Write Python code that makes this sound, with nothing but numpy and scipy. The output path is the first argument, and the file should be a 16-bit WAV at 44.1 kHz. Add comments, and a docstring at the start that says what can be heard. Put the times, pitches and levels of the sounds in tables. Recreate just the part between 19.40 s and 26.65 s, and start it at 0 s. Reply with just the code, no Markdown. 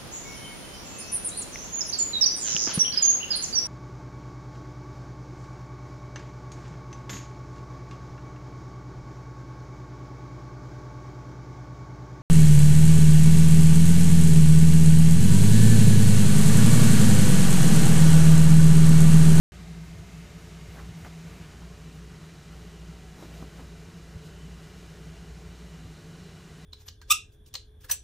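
"""A ventilation fan hums in a bedroom: motor drone, a wavering blade tone, duct rumble and rushing air.
A cat pounces across the bed; its paws pat the mattress, and fur and claws drag over the sheet.
One hand-held microphone turns from the wall to follow the cat, so the fan's colour shifts;
along the way it picks up a few soft low bumps."""
import sys
import numpy as np
from scipy import signal
from scipy.fft import rfft, irfft
from scipy.io import wavfile

SR = 44100
rng = np.random.default_rng(int(sys.argv[2]) if len(sys.argv) > 2 else 0)


def materialize(psi):
    """Save the field psi as 16-bit PCM at rate SR to the path in sys.argv[1].

    A 1-D psi becomes a single channel; in a 2-D psi each row is a channel.
    """
    bounded = np.clip(np.atleast_2d(psi).T, -1, 1)
    quanta = np.round(bounded * 32767).astype(np.int16)
    wavfile.write(sys.argv[1], SR, quanta)


N = 319725

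# blade tone at the moving microphone: (time [s], rms level [dB])
BLADE_LEVEL = [(0.15, -48), (0.37, -42), (0.6, -46), (1.4, -48), (1.9, -46.5), (2.05, -52.5), (3.2, -51),
               (3.65, -49), (3.83, -53), (4.1, -49.5), (4.65, -49.5), (5.4, -52.5), (5.7, -51.5),
               (7.25, -51.5)]
# the motor hum sinks and comes back: (time [s], depth [dB, negative for a swell], half length [s])
HUM_DIPS = [(0.69, 2.5, .06), (1.42, -4, 0.12), (1.815, 22, 0.026), (2.848, 13, 0.077), (3.8, 11, 0.05),
            (4.54, 9, 0.076), (4.87, 12, .035), (5.33, 9, 0.082), (6.63, 10, 0.046), (6.97, 18, 0.22)]
# weaker fan tones: (frequency [Hz], rms level turned away [dB], waver [0-1], gain facing the wall [dB])
FAN_TONES = [(117.5, -67.5, 0.26, 14), (152.9, -59, 0.7, 0), (177.3, -58.5, 0.52, 1), (179.9, -63, 0.75, 6),
             (201, -78.5, 0.8, 10), (236.7, -76, 0, 6), (250.5, -66, 1, -9.5), (288.3, -74.5, 0.8, 2),
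             (337, -72.5, 0.3, -9), (350.2, -72, 0.44, 1), (358.2, -70, 0.4, 1), (584, -71.5, 0.9, 1.5)]
# rumble of the duct: (frequency [Hz], level [dB per Hz])
DUCT_RUMBLE = [(20, -84), (36, -79), (52, -74.5), (88, -68.5), (128, -80), (155, -67.5), (182, -73),
               (220, -83.5), (370, -82.5), (440, -79), (505, -93.5), (680, -92.5), (1000, -102),
               (2500, -125)]


def fan(motor_hz=58.87, blade_hz=163.9, motor_db=-47.5, motor_wall_gain_db=-2):
    """Motor and blades drone over the duct's rumble; neighbouring tones beat with the blade tone."""
    facing = mic_facing()
    dips_db = sum(depth_db * swell(at, half) for at, depth_db, half in HUM_DIPS)
    motor_gain = from_db(motor_db + motor_wall_gain_db * facing - dips_db)
    motor = motor_gain * tone(motor_hz, waver=0.29, rate_hz=6.8)
    blades = from_db(curve(BLADE_LEVEL)) * tone(blade_hz, waver=0.6, rate_hz=18)
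    weak_tones = sum(from_db(db + wall_gain_db * facing) * tone(hz, waver, rate_hz=4.8)
                     for hz, db, waver, wall_gain_db in FAN_TONES)
    return motor + blades + weak_tones + colour(white(), DUCT_RUMBLE)


# rush of air at the grille: (frequency [Hz], level [dB per Hz])
AIR_RUSH = [(200, -112), (600, -98.5), (1200, -92.5), (1750, -93.5), (2550, -97), (3400, -99), (4800, -99),
            (7100, -99.3), (8200, -103.3), (10000, -107.5), (12500, -112.5), (15300, -115)]
# resonances of the vent, heard from two directions:
# (frequency [Hz], width [Hz], level facing the wall [dB per Hz], level turned away [dB per Hz])
VENT_RESONANCES = [(423, 51, -90.5, -82.5), (526, 21, -100, -99), (670, 47, -84, -89.5),
                   (757, 51, -88, -89.5), (938, 22, -87.5, -90.5), (1073, 45, -91.5, -93),
                   (1156, 21, -92, -94.5), (1272, 53, -89.5, -93), (1354, 15, -104, -89),
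                   (1468, 64, -93.5, -90.5), (1533, 49, -94.5, -98.5), (1670, 32, -100, -91),
                   (1844, 60, -89, -95), (1984, 48, -103, -89), (2100, 82, -82, -99),
                   (2205, 100, -90, -106), (2370, 60, -91, -91.5), (2630, 90, -88, -100),
                   (2843, 76, -94.5, -91), (3020, 173, -92, -95), (3700, 310, -94, -103),
                   (3984, 340, -103, -95.5), (4430, 85, -103, -101), (4700, 240, -99, -110),
                   (5350, 110, -108, -102), (5600, 140, -103, -103), (6380, 420, -105, -106),
                   (10500, 2500, -113, -126)]


def airflow(split_hz=1800, treble_wall_gain_db=3.5, waver_db=2.0):
    """Air hisses through the grille and rings in the vent, brighter with the microphone facing the wall."""
    facing = mic_facing()
    rush = colour(white(), AIR_RUSH)
    body = low_pass(rush, split_hz, order=1)
    treble = wall_reflections(rush - body, facing) * from_db(treble_wall_gain_db * facing)
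    rings = np.zeros(N)
    for hz, width_hz, wall_db, away_db in VENT_RESONANCES:
        ring_db = away_db + (wall_db - away_db) * facing + waver_db * drift(rate_hz=3)
        rings += from_db(ring_db) * resonance(white(), hz, width_hz)
    return body + treble + rings


# paws landing on the bed, rms levels at the top of each pat:
# (time [s], puff level [dB], time to fade by 60 dB [s], puff dull above [Hz], thud level [dB])
PAW_LANDINGS = [(1.384, -50.5, 0.3, 1400, -57), (1.648, -43.5, 0.084, 2290, -41.5),
                (1.664, -46, 0.092, 1300, -52), (2.223, -48.5, 0.082, 1700, -54),
                (3.826, -45, 0.12, 1250, -43.5), (4.026, -43.5, 0.064, 1180, -40),
                (4.193, -47, 0.13, 1200, -44)]
# puff of the bedding before it is dulled: (frequency [Hz], relative level [dB])
BEDDING_PUFF = [(60, -30), (200, 6), (400, -1), (800, 3), (1500, 1), (4000, 3), (15000, -23)]
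# round thud of the mattress: (frequency [Hz], relative level [dB])
MATTRESS_THUD = [(60, -32), (130, -8), (220, -5), (340, -5.5), (520, -9.5), (900, -37), (2000, -49)]


def paws(rise_share=0.029):
    """A paw presses a dull puff from the bedding and a thud from the mattress; both fade in the room."""
    puff = colour(white(), BEDDING_PUFF)
    thud = rms_one(colour(white(), MATTRESS_THUD))
    out = np.zeros(N)
    for at, puff_db, t60, dull_hz, thud_db in PAW_LANDINGS:
        age = seconds() - at
        rise = age / (rise_share * t60)  # a slow press also dies slowly
        decay = -np.log(1000) * age / t60
        envelope = np.exp(np.maximum(np.minimum(rise, decay), -60))
        dull_puff = rms_one(low_pass(puff, dull_hz, order=4))
        out += envelope * (from_db(puff_db) * dull_puff + from_db(thud_db) * thud)
    return out


# fur and claws sliding on the sheet, rms levels at the top of each stroke:
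# (time [s], swish level [dB], half length [s], rub level [dB], claw level [dB])
SHEET_STROKES = [(0.46, -70, .025, -70, -67), (0.78, -69, 0.066, -70, -70), (1.06, -77, 0.066, -68, -72),
                 (1.353, -75, 0.068, -56, -66), (1.6, -76.5, .025, -73, -65), (1.65, -66, 0.012, -62, -62),
                 (1.672, -62, 0.014, -55, -80), (1.936, -78, 0.11, -56, -73), (2.55, -71, 0.02, -63, -70),
                 (2.86, -82, .016, -75, -70), (3.218, -74, 0.09, -60, -74), (3.793, -74, .025, -57, -71),
                 (3.84, -64, 0.034, -54, -76), (3.927, -67, .05, -57.5, -73),
                 (3.99, -61.5, 0.033, -56, -72), (4.077, -70, .04, -58, -78), (4.175, -65, 0.027, -58, -73),
                 (4.235, -70, .035, -59, -80), (4.86, -64, .022, -70, -66), (5.35, -65.5, 0.26, -68, -75)]
# swish of the sheet: (frequency [Hz], relative level [dB])
SHEET_SWISH = [(300, -4), (1000, -1), (3500, 10.5), (7000, 7), (11000, -5), (14000, -9), (16000, -9)]
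# rub of the bedding under the cat's weight: (frequency [Hz], relative level [dB])
BEDDING_RUB = [(120, 0), (280, 3.5), (480, 2.5), (700, -2.5), (1000, -8), (2200, -14.5), (5000, -27)]
# fine hiss of claws on the weave: (frequency [Hz], relative level [dB])
CLAW_HISS = [(2000, -30), (7000, -12), (10000, -0.5), (13000, -3), (16000, -2.5)]
# short scrapes over the cloth: (time [s], top rms level [dB], half length [s], pitch [Hz])
CLAW_SCRAPES = [(1.385, -52, 0.03, 1300), (1.654, -56, 0.0084, 1670), (1.92, -61.5, 0.085, 2000),
                (2.043, -60, .016, 2200), (2.26, -64, .03, 1900), (2.765, -62.5, 0.056, 1750),
                (3.156, -61.5, 0.033, 1200), (3.937, -61, 0.0086, 2200), (4.195, -59, .016, 1700)]
# colour of a scrape: (frequency [multiple of its pitch], relative level [dB])
SCRAPE_COLOUR = [(.24, -21), (.57, -4), (1, -4), (1.4, -4), (1.9, -23), (3.8, -44)]


def sheet():
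    """Countless threads slip in an uneven brush over a dull rub; claws add hiss and short scrapes."""
    slips = white() * from_db(1.5 * drift(rate_hz=90))
    catches = white() * from_db(2.5 * drift(rate_hz=150))
    swish = rms_one(colour(slips, SHEET_SWISH))
    rub = rms_one(colour(white(), BEDDING_RUB))
    claw = rms_one(colour(catches, CLAW_HISS))
    out = np.zeros(N)
    for at, db, half, hz in CLAW_SCRAPES:
        spectrum = [(hz * multiple, level_db) for multiple, level_db in SCRAPE_COLOUR]
        out += from_db(db) * swell(at, half) * rms_one(colour(catches, spectrum))
    for at, swish_db, half, rub_db, claw_db in SHEET_STROKES:
        stroke = from_db(swish_db) * swish + from_db(rub_db) * rub + from_db(claw_db) * claw
        out += swell(at, half) * stroke
    return out


# soft low bumps at the microphone: (time [s], peak level [dB])
LOW_BUMPS = [(0.564, -35.5), (0.602, -34.5), (1.29, -32.5), (1.425, -46), (1.499, -34), (1.633, -36),
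             (4.765, -30), (6.454, -35)]


def bumps(hz=88, half_length_cycles=0.68):
    """Each bump reaches the microphone as one soft push of air with a rebound on either side."""
    out = np.zeros(N)
    for at, db in LOW_BUMPS:
        cycles = (seconds() - at) * hz
        envelope = np.exp(-np.minimum((cycles / half_length_cycles) ** 2, 60))
        out += from_db(db) * envelope * np.cos(2 * np.pi * cycles)
    return out


# hiss off wall and window, on paths under a metre longer than the direct one:
# (delay turned away [s], delay facing the wall [s], gain [dB])
REFLECTIONS = [(.00073, 0.0015, -25), (.00205, .0027, -18)]


def wall_reflections(hiss, facing, sway_s=0.00003):
    """Faint early reflections comb the hiss; their paths change as the microphone turns and sways."""
    t, out = seconds(), hiss.copy()
    for away_s, wall_s, db in REFLECTIONS:
        delay = away_s + (wall_s - away_s) * facing + sway_s * drift(rate_hz=0.5)
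        out += from_db(db) * np.interp(t - delay, t, hiss)
    return out


# where the microphone points: (time [s], direction [1 facing the wall, 0 turned away])
MIC_DIRECTION = [(0, 0.71), (1.9, 0.66), (2.4, 0.14), (3, 0.13), (4.6, 0.035), (7.25, 0)]


def mic_facing():
    """The hand turns the microphone away from the wall, after the cat."""
    return curve(MIC_DIRECTION)


def tone(hz, waver, rate_hz):
    """A sine of rms 1 whose level and phase are stirred by uneven airflow."""
    stir = 1 + waver * (drift(rate_hz) + 1j * drift(rate_hz)) / np.sqrt(2)
    phase = 2 * np.pi * (hz * seconds() + rng.random())
    return rms_one(np.real(stir * np.exp(1j * phase)))


def resonance(x, hz, width_hz):
    """A two-pole resonance with gain 1 on top."""
    radius = np.exp(-np.pi * width_hz / SR)
    feedforward = np.array([1, 0, -1]) * (1 - radius ** 2) / 2
    feedback = [1, -2 * radius * np.cos(2 * np.pi * hz / SR), radius ** 2]
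    return signal.lfilter(feedforward, feedback, x)


def low_pass(x, hz, order):
    return signal.sosfilt(signal.butter(order, hz, fs=SR, output="sos"), x)


def colour(x, spectrum):
    """Shape a sound by rows of (frequency [Hz], gain [dB])."""
    hz, db = np.transpose(spectrum)
    gain_db = np.interp(np.log(bin_hz() + 1e-9), np.log(hz), db)
    return irfft(rfft(x) * from_db(gain_db), N)


def white():
    """Noise at 0 dB per Hz."""
    return rng.standard_normal(N) * np.sqrt(SR / 2)


def drift(rate_hz):
    """A random wander of rms 1, changing about rate_hz times a second."""
    return rms_one(irfft(rfft(white()) / (1 + (bin_hz() / rate_hz) ** 2), N))


def swell(at, half):
    """A bell curve of height 1 around a moment; the half length is its standard deviation."""
    return np.exp(-np.minimum(((seconds() - at) / half) ** 2 / 2, 60))


def curve(rows):
    """Join rows of (time [s], value) by straight lines."""
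    return np.interp(seconds(), *np.transpose(rows))


def seconds():
    return np.arange(N) / SR


def bin_hz():
    return np.arange(N // 2 + 1) * SR / N


def from_db(db):
    return 10 ** (np.asarray(db) / 20)


def rms_one(x):
    return x / np.sqrt(np.mean(x ** 2) + 1e-20)


def scene():
    """Fan and cat share the bedroom; one microphone feeds both channels."""
    room = fan() + airflow() + bumps() + paws() + sheet()
    return np.array([room, room])


def record(dry):
    """The microphone opens after a moment; the top is cut steeply."""
    opens_s, cutoff_hz = 0.12, 15250
    opened = dry * (seconds() >= opens_s)
    top_cut = signal.ellip(12, 0.1, 80, cutoff_hz, fs=SR, output="sos")
    return signal.sosfilt(top_cut, opened)


dry = scene()
out = record(dry)
materialize(out)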